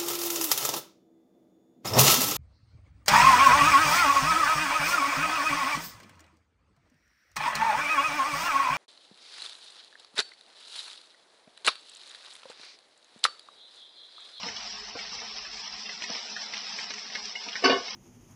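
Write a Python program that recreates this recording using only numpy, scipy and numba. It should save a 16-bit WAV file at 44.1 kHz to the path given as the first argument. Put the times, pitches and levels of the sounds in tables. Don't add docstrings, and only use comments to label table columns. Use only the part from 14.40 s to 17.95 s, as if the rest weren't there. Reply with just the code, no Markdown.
import sys
import numpy as np
from scipy import signal
from scipy.fft import rfft, irfft
from scipy.io import wavfile
from scipy.ndimage import uniform_filter1d
from numba import njit

SR = 44100
rng = np.random.default_rng(int(sys.argv[2]) if len(sys.argv) > 2 else 0)


def linear_from_db(decibels):
    return 10 ** (np.asarray(decibels, float) / 20)


def master_out(mix):
    frames = np.transpose(np.atleast_2d(mix))
    ceiling = np.clip(frames, -1, 1)
    pcm = np.round(ceiling * 32767).astype(np.int16)
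    wavfile.write(sys.argv[1], SR, pcm)


N = 156555
T = np.arange(N) / SR
FRAME = dict(window="cosine", nperseg=2048, noverlap=1024)


def column(table, at, log=False):
    x, y = np.array(table, float).T[:2]
    if log:
        return np.interp(np.log(at + 1), np.log(x + 1), y)
    return np.interp(at, x, y)


def unit(x):
    return x / np.sqrt(np.mean(x ** 2))


def band(x, hz, width_hz):
    return signal.lfilter(*signal.iirpeak(hz, hz / width_hz, SR), x)


def band_twice(x, hz, width_hz):
    return band(band(x, hz, width_hz), hz, width_hz)


def fade(t, t60_s):
    return (t >= 0) * linear_from_db(-60 * np.maximum(t, 0) / t60_s)


def walk(rate_hz, count=N):
    hold = int(SR / rate_hz)
    levels = np.repeat(rng.standard_normal(count // hold + 2), hold)
    return 1.78 * uniform_filter1d(levels, hold // 3)[rng.integers(hold):][:count]


@njit
def bubbles(start, hz, t60_s, size, glide):
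    out = np.zeros(N)
    for k in range(len(start)):
        n, phase = int(t60_s[k] * SR), 0.
        for i in range(min(n, N - start[k])):
            phase += 2 * np.pi * hz[k] * (1 + glide * i / n) / SR
            out[start[k] + i] += size[k] * np.sin(phase) * 10 ** (-3 * i / n)
    return out


def fizz():
    # pitch_hz, gain_db
    colour = [(65, -51.5), (120, -27), (204, -10), (258, -13), (340, -19), (420, -12), (539, -12.5),
              (586, -14), (700, -6.5), (1310, -8.5), (1400, -10.5), (1740, -8), (2430, -6.5), (3000, -5.5),
              (3500, -6.5), (4600, -4.5), (5280, 2.5), (6000, -5), (7800, -32.5), (13200, -120)]
    # start_s, relative level_db
    frying = [(0, -41.5), (.24, -40.5), (.4, -43), (.52, -43), (.8, -40), (.88, -42.5), (1.05, -41),
              (1.18, -43), (1.5, -40.5), (1.58, -43.5), (1.74, -40.5), (1.84, -39.5), (2.0, -40.5),
              (2.1, -41), (2.28, -41.5), (2.44, -40.5), (2.66, -42), (2.78, -41), (2.9, -42.5),
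              (3.55, -40.5)]
    tiny_per_s, tiny_spread_db, tiny_db, tiny_cycles = 900, 2.2, -4.5, 5
    flicker_db, flicker_width_hz, surge_db, surge_rate_hz = 5, 260, 1.8, 25

    place, pitch, rarity = rng.random((int(tiny_per_s * N / SR), 3)).T
    hz = 500 * 13 ** pitch
    size = linear_from_db(-tiny_spread_db * np.log(rarity + 0.007))
    tiny = bubbles((place * N).astype(np.int64), hz, tiny_cycles / hz, size, 0.59)

    f, _, tiny_spec = signal.stft(tiny, SR, **FRAME)
    average = np.sqrt(uniform_filter1d(np.mean(abs(tiny_spec) ** 2, 1), size=20))
    tiny_spec = tiny_spec / average[:, None] * (f > 500)[:, None]

    hiss_spec = signal.stft(rng.standard_normal(N), SR, **FRAME)[2]
    hiss_spec = hiss_spec / np.sqrt(np.mean(abs(hiss_spec) ** 2))
    patch = rng.standard_normal(hiss_spec.shape)[(f / flicker_width_hz).astype(int)]
    hiss_spec = hiss_spec * linear_from_db(flicker_db * np.minimum(patch, .7))

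    spec = (hiss_spec + linear_from_db(tiny_db) * tiny_spec) * linear_from_db(column(colour, f, True))[:, None]
    level_db = column(frying, T) + 3 + surge_db * np.tanh(walk(surge_rate_hz))
    return unit(signal.istft(spec, SR, **FRAME)[1][:N]) * linear_from_db(level_db)


def pops():
    # start_s, level_db, pitch_hz, t60_s
    bursts = [(0.0154, -37.5, 3070, 0.012), (0.0316, -28, 2910, 0.02), (0.0858, -26, 2065, 0.026),
              (0.1656, -30.5, 3310, 0.036), (0.5897, -28, 2266, 0.022), (0.6516, -33, 1840, 0.025),
              (0.7888, -35, 1980, 0.024), (0.9834, -32, 2100, 0.014), (1.05, -33.5, 1780, 0.025),
              (1.4573, -32, 2728, 0.067), (1.494, -27, 1970, 0.027), (1.6222, -24.5, 2440, 0.012),
              (1.6397, -30, 1883, 0.051), (1.6931, -29, 2825, 0.013), (1.7506, -26, 2210, 0.008),
              (1.9644, -27.5, 1812, 0.041), (2.1366, -25, 2075, 0.025), (2.167, -27, 2920, 0.011),
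              (2.387, -26, 2316, 0.026), (2.4344, -37, 2120, 0.033), (2.5063, -26, 2120, 0.021),
              (2.539, -33.5, 1925, 0.024), (2.5805, -33, 2190, 0.039), (2.7003, -31.5, 2010, 0.011),
              (2.753, -23, 2120, 0.027), (2.9544, -25.5, 2120, 0.033), (3.0869, -26.5, 2685, 0.021),
              (3.1296, -26, 3250, 0.021), (3.155, -24, 1830, 0.028), (3.482, -30, 2120, 0.025),
              (3.5313, -28, 2830, 0.0091)]
    glide, snap_db, snap_cycles = 0.075, -0.7, 3.5
    cluster_s, cluster_spread = 0.0065, .22
    splash_db, splash_t60_s, splash_hz = -8.5, .06, 3220
    after_fizz_hz, after_fizz_db = 5400, -6.5

    s, db, hz, t60_s = np.array(bursts).T
    start = (s * SR).astype(np.int64)
    ring = bubbles(start, hz, t60_s, linear_from_db(db), glide)
    ring += bubbles(start, 1.15 * hz, snap_cycles / hz, linear_from_db(db + snap_db), glide)
    for late, off in rng.random((3, 2, len(s))):
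        near_start = ((s + cluster_s * late) * SR).astype(np.int64)
        near_hz = hz * (1 + cluster_spread * (3 * off - 1))
        ring += bubbles(near_start, near_hz, t60_s * 0.69, linear_from_db(db - 2.5), glide)

    splash = sum(linear_from_db(d + splash_db) * fade(T - a, splash_t60_s) for a, d in zip(s, db))
    noise = rng.standard_normal(N)
    bright = unit(band(noise, splash_hz, 4000.0))
    bright = bright + linear_from_db(after_fizz_db) * unit(band(noise, after_fizz_hz, 720.0))
    return ring + splash * bright


def spits():
    # start_s, level_db, centre_hz
    puffs = [(0.163, -23.5, 5420), (0.2416, -28.5, 5360), (0.3192, -34, 5400), (0.7595, -27.5, 5160),
             (0.8006, -24.5, 5400), (1.0859, -28, 5530), (1.2308, -30, 5280), (1.3882, -30, 5100),
             (1.5772, -29, 4620), (1.639, -22, 5120), (1.7013, -20.5, 5280), (1.8731, -27, 5960),
             (2.0617, -26, 4880), (2.137, -26.5, 4770), (2.3254, -25, 5180), (2.3825, -31, 5160),
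             (2.5043, -23.5, 4550), (2.5381, -19.5, 5110), (2.7503, -20.5, 4860), (2.8557, -22, 5200),
             (2.8948, -29, 5100), (3.0856, -29.5, 4100)]
    t60_s, width_hz, crest_db = 0.029, 1300, 5.5
    noise = rng.standard_normal(N)
    return sum(linear_from_db(db - crest_db) * fade(T - s, t60_s) * unit(band(noise, hz, width_hz))
               for s, db, hz in puffs)


def knocks():
    # start_s, level_db, t60_s
    strokes = [(0.035, -29.5, 0.13), (0.063, -32, 0.19), (0.553, -24, 0.091), (0.818, -32, 0.11),
               (1.316, -40, 0.18), (1.697, -28, 0.095), (1.757, -31.5, 0.056), (3.065, -35.5, 0.18)]
    # pitch_hz, width_hz (of one of two passes), level_db
    resonances = [(188, 84, -2.5), (292, 28, -6.5), (517, 130, -1.5), (702, 120, 4.5), (946, 100, 2.5),
                  (1170, 440, 1.5)]
    noise = rng.standard_normal(N)
    body = unit(sum(linear_from_db(db) * unit(band_twice(noise, hz, w)) for hz, w, db in resonances))
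    return body * sum(linear_from_db(db - 5) * fade(T - s, t60_s) for s, db, t60_s in strokes)


def clang():
    # start_s, level_db, push_s
    contacts = [(3.224, -31, 0.00005), (3.239, -15, 0.00025), (3.243, -11.5, 0.00012),
                (3.253, -11.5, 0.00011), (3.255, -13, 0.000097), (3.276, -21, 0.0001),
                (3.296, -12, 0.000086), (3.310, -16, 0.00018), (3.328, -18.5, 0.00016),
                (3.343, -23.5, 0.0002)]
    # pitch_hz, level_db, t60_s, rocked_db (change once on its other edge)
    modes = [(170, -14, .3, 1), (226.2, -9.5, 0.18, 1.5), (269.7, -3, .22, -6), (305.5, -7, 0.42, -5),
             (385.4, -2.5, 0.19, -3), (401, -2, 0.25, -1.5), (440, -9.5, .2, -0.5), (465, -8, .3, 1),
             (503.5, -4.5, 0.22, 4.5), (542.4, -8, 0.17, 4.5), (689, -0.7, .36, 0), (724, -10, 0.22, 1),
             (818, -8, 0.25, 0.5), (931, -8, 0.24, 1.5), (1116, -0.5, 0.38, 1), (1490, -9.5, 0.52, -0.5),
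             (1517, -11, 0.23, 1.5), (1665, -9.5, 0.26, 1), (1780, -4.5, 0.17, 0), (2120, -4, 0.17, -2),
             (2190, -5, 0.22, 0), (2414, -4.5, 0.11, -3), (2720, -4.5, 0.27, -6), (2860, -12, .25, 5),
             (2990, -6, .25, -0.5), (3440, -11, .3, 7), (3820, -15, .2, 11), (4511, -7, .25, 1.5),
             (4860, -4.5, 0.25, -3.5), (4970, -5.5, 0.097, -2), (5173, -3, .13, -12), (5400, -5, .17, -5),
             (5960, -7, .15, -7)]
    rocked_s, damped_s, damped_t60_s = 3.285, 3.41, 0.058
    rattle_db, rattle_t60_s, rattle_hz = -18.5, 0.1, 1000
    thud_hz, thud_db, thud_t60_s = 35, -47.5, 0.96
    waver_db, waver_rate_hz, rise_s = 3.5, 69.7, 0.00076
    buzz_db, buzz_width = -1.2, .11

    first = int(contacts[0][0] * SR)
    t = T[first:]
    rattle = unit(band_twice(rng.standard_normal(len(t)), rattle_hz, 3000.0))
    out = sum(linear_from_db(db + rattle_db) * fade(t - s, rattle_t60_s) for s, db, push_s in contacts) * rattle

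    rise = 1 / (rise_s * SR)
    for hz, mode_db, t60_s, rocked_db in modes:
        decays = []
        for weight, (s, db, push_s) in zip(rng.standard_normal(len(contacts)), contacts):
            hit = linear_from_db(db + 1.56 * weight + rocked_db * (s > rocked_s))
            softness = 1 + (hz * push_s) ** 2
            decays.append(hit / softness * fade(t - s, t60_s))
        env = signal.lfilter([rise], [1, rise - 1], np.max(decays, axis=0))
        buzz = unit(band_twice(rng.standard_normal(len(t)), hz, buzz_width * hz))
        waver = linear_from_db(waver_db * walk(waver_rate_hz, count=len(t)))
        tone = waver * np.sin(2 * np.pi * (hz * t + rng.random()))
        out += linear_from_db(mode_db - 14.0) * env * (tone + linear_from_db(buzz_db) * buzz)

    thud = unit(band(rng.standard_normal(len(t)), thud_hz, 40.))
    out += linear_from_db(thud_db) * fade(t - contacts[2][0], thud_t60_s) * thud
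    damping = linear_from_db(-60 * np.maximum(t - damped_s, 0) / damped_t60_s)
    return np.r_[np.zeros(first), out * damping]


def low_hum():
    # start_s, length_s, rms_db
    spells = [(0.153, 0.27, -67), (0.41, 0.093, -63.5), (0.615, 0.092, -66.5), (0.75, 0.04, -63),
              (0.92, 0.051, -66), (1.01, 0.033, -61.5), (1.074, 0.13, -65), (1.32, 0.052, -64),
              (2.819, 0.04, -66.5)]
    hum_hz = 47.3
    gate = sum(linear_from_db(db) * ((T > s) & (T < s + length_s)) for s, length_s, db in spells)
    return np.sqrt(2) * np.sin(2 * np.pi * hum_hz * T) * uniform_filter1d(gate, size=700)


def rumble():
    # start_s, rms_db
    handling = [(0, -62.5), (.5, -64.5), (1.2, -68), (1.5, -87.5), (3.55, -85.5)]
    noise = unit(band(rng.standard_normal(N), 129, 92.0))
    return noise * linear_from_db(column(handling, T) + 2.9 * walk(9.5))


def fan():
    # pitch_hz, width_hz (of one of two passes), rms_db
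    tones = [(211.2, 34, -62.5), (418.2, 25, -63.5)]
    return sum(linear_from_db(db) * unit(band_twice(rng.standard_normal(N), hz, w)) for hz, w, db in tones)


def kitchen(hits):
    room_t60_s, room_db, room_top_hz = .2, -13.5, 4070
    t = T[:SR // 2]
    tail = signal.lfilter(*signal.butter(1, room_top_hz, fs=SR), rng.standard_normal(len(t)))
    tail = tail * fade(t - .004, room_t60_s)
    wet = signal.fftconvolve(hits, tail / np.sqrt(np.sum(tail ** 2)))[:N]
    tilt = [(30, -17.5), (150, -1.5), (6500, -2.0), (9000, -16.0)]  # pitch_hz, gain_db
    gain = linear_from_db(column(tilt, np.fft.rfftfreq(N, 1 / SR), True))
    return irfft(rfft(hits + linear_from_db(room_db) * wet) * gain, N)


def scene():
    hits = pops() + spits() + knocks() + clang()
    return (kitchen(hits) + fizz() + low_hum() + rumble() + fan())[None]


def spectral_gate(x):
    gate_db, gate_depth_db, gate_low_hz, gate_top_hz = -1.5, -19.5, 110, 6166
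    hole_db, hole_depth_db = -4, -19
    loud_db, loud_eases = 9, 0.22

    f, _, z = signal.stft(x, SR, **FRAME)
    near, patch = (np.sqrt(uniform_filter1d(abs(z) ** 2, size=k, axis=0)) for k in (40, 9))
    quiet = near < linear_from_db(loud_db) * np.median(near, axis=1)[:, None]
    weak = abs(z) < linear_from_db(gate_db) * near
    hole = (patch < linear_from_db(hole_db) * near) * quiet
    gain_db = gate_depth_db * weak * np.where(quiet, 1, loud_eases) + hole_depth_db * hole
    gain_db *= (f > gate_low_hz)[:, None]
    top_hz = gate_top_hz + 150 * rng.standard_normal(z.shape[1])
    gain_db = gain_db - 64 * (f[:, None] > top_hz)
    return signal.istft(z * linear_from_db(gain_db), SR, **FRAME)[1][:N]


def self_noise(x):
    # pitch_hz, gain_db
    colour = [(30, -17), (300, -0.5), (6500, 4.5), (7800, 1.5), (8600, -13), (9200, -59)]
    level_db, follows = -59, 0.46
    gain = linear_from_db(column(colour, np.fft.rfftfreq(N, 1 / SR), True))
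    hiss = irfft(rfft(rng.standard_normal(N)) * gain, N)
    loud = np.sqrt(uniform_filter1d(x ** 2, size=900) + 1e-12)
    return unit(hiss) * linear_from_db(level_db + 2 * walk(20)) * (loud / np.median(loud)) ** follows


def band_limit(x):
    return signal.sosfilt(signal.butter(12, 8820, fs=SR, output="sos"), x)


def record(dry):
    out = spectral_gate(dry[0])
    out = out + self_noise(out)
    return band_limit(out[None])


dry = scene()
out = record(dry)
master_out(out)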